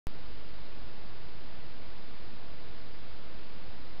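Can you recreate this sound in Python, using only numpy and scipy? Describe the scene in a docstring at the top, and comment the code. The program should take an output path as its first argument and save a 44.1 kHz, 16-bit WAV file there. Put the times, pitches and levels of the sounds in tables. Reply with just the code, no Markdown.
"""A quiet garden at night, heard through a camera's microphone.
After a moment of silence the sound input switches on: its signal jumps from zero to a
constant offset, and that jump makes one click. Then there is only the steady hiss of the
microphone amplifier over a faint low rumble. The input lets little treble through."""
import sys
import numpy as np
from scipy import signal
from scipy.fft import rfft, irfft
from scipy.io import wavfile

SR = 44100
rng = np.random.default_rng(int(sys.argv[2]) if len(sys.argv) > 2 else 0)


def generate_wav(signal):
    """Clip the signal to [-1, 1] and save it as 16-bit WAV at the path in sys.argv[1]."""
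    frames = np.transpose(np.atleast_2d(signal))
    scaled = np.clip(frames, -1, 1) * 32767
    pcm = np.round(scaled).astype(np.int16)
    wavfile.write(sys.argv[1], SR, pcm)


N = 176400  # 4 seconds

HISS_DB = -48
# The tone of the hiss, stronger at low pitches (frequency [Hz], relative level [dB])
HISS_TONE = [(4, -6.5), (14, 2), (25, 2), (36, 0.5), (70, 1), (95, -2.5), (150, -2.5), (270, -4.5),
             (500, -7.5), (1000, -11.5), (1800, -14.5), (3500, -17), (5000, -17.5)]

def amplifier_hiss():
    """The amplifier's own noise: flicker noise in the bass, even noise from heat in the treble."""
    hz, db = np.array(HISS_TONE).T
    return noise(lambda f: undb(np.interp(np.log(f), np.log(hz), db)), HISS_DB)


SWITCH_ON_S, OFFSET_DB = .06964, -24.45

def switch_on(sound):
    """The input jumps from silence to the sound plus a constant offset, which clicks once."""
    is_on = np.arange(N) / SR >= SWITCH_ON_S
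    return is_on * (sound + undb(OFFSET_DB))


# The two deep hums in the rumble (pitch [Hz], width [Hz], level [dB])
RUMBLE_BANDS = [(47, 5.6, -56.5), (111, 6, -67.5)]

def rumble():
    """A faint, wavering drone: noise that rings around two low pitches."""
    return sum(noise(lambda f: 1 / np.hypot(1, (f / hz - hz / f) * hz / width), db)
               for hz, width, db in RUMBLE_BANDS)


# How far the input turns down the treble (frequency [Hz], gain [dB])
TREBLE_CUT = [(4850, 0), (5000, -1.3), (5150, -4), (5350, -11), (5500, -20), (5650, -33), (5800, -49),
              (16000, -48)]

def narrow_input(sound):
    """The input passes little above 5 kHz, which dulls the hiss."""
    hz, db = np.array(TREBLE_CUT).T
    return filtered(sound, lambda f: undb(np.interp(f, hz, db)))


def undb(db):
    """Turns decibels into a number to multiply by."""
    return 10 ** (np.asarray(db) / 20)


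def filtered(sound, gain):
    """Turns each frequency up or down by gain(Hz)."""
    hz = np.maximum(np.arange(N // 2 + 1) * SR / N, 1)
    return irfft(rfft(sound) * gain(hz), N)


def noise(gain, db):
    """Steady noise with its tone set by gain(Hz) and its average (rms) level by db."""
    shaped = filtered(rng.standard_normal(N), gain)
    return shaped * undb(db) / np.std(shaped)


def scene():
    """Hiss and rumble together in one channel."""
    return (amplifier_hiss() + rumble())[None]


def record(dry):
    """Dulls the sound, switches it on with a click, then trims the very highest treble."""
    switched = switch_on(narrow_input(dry))
    low_pass = signal.firwin(101, cutoff=16000, fs=SR)
    return signal.convolve(switched, low_pass[None], mode="same")


dry = scene()
out = record(dry)
generate_wav(out)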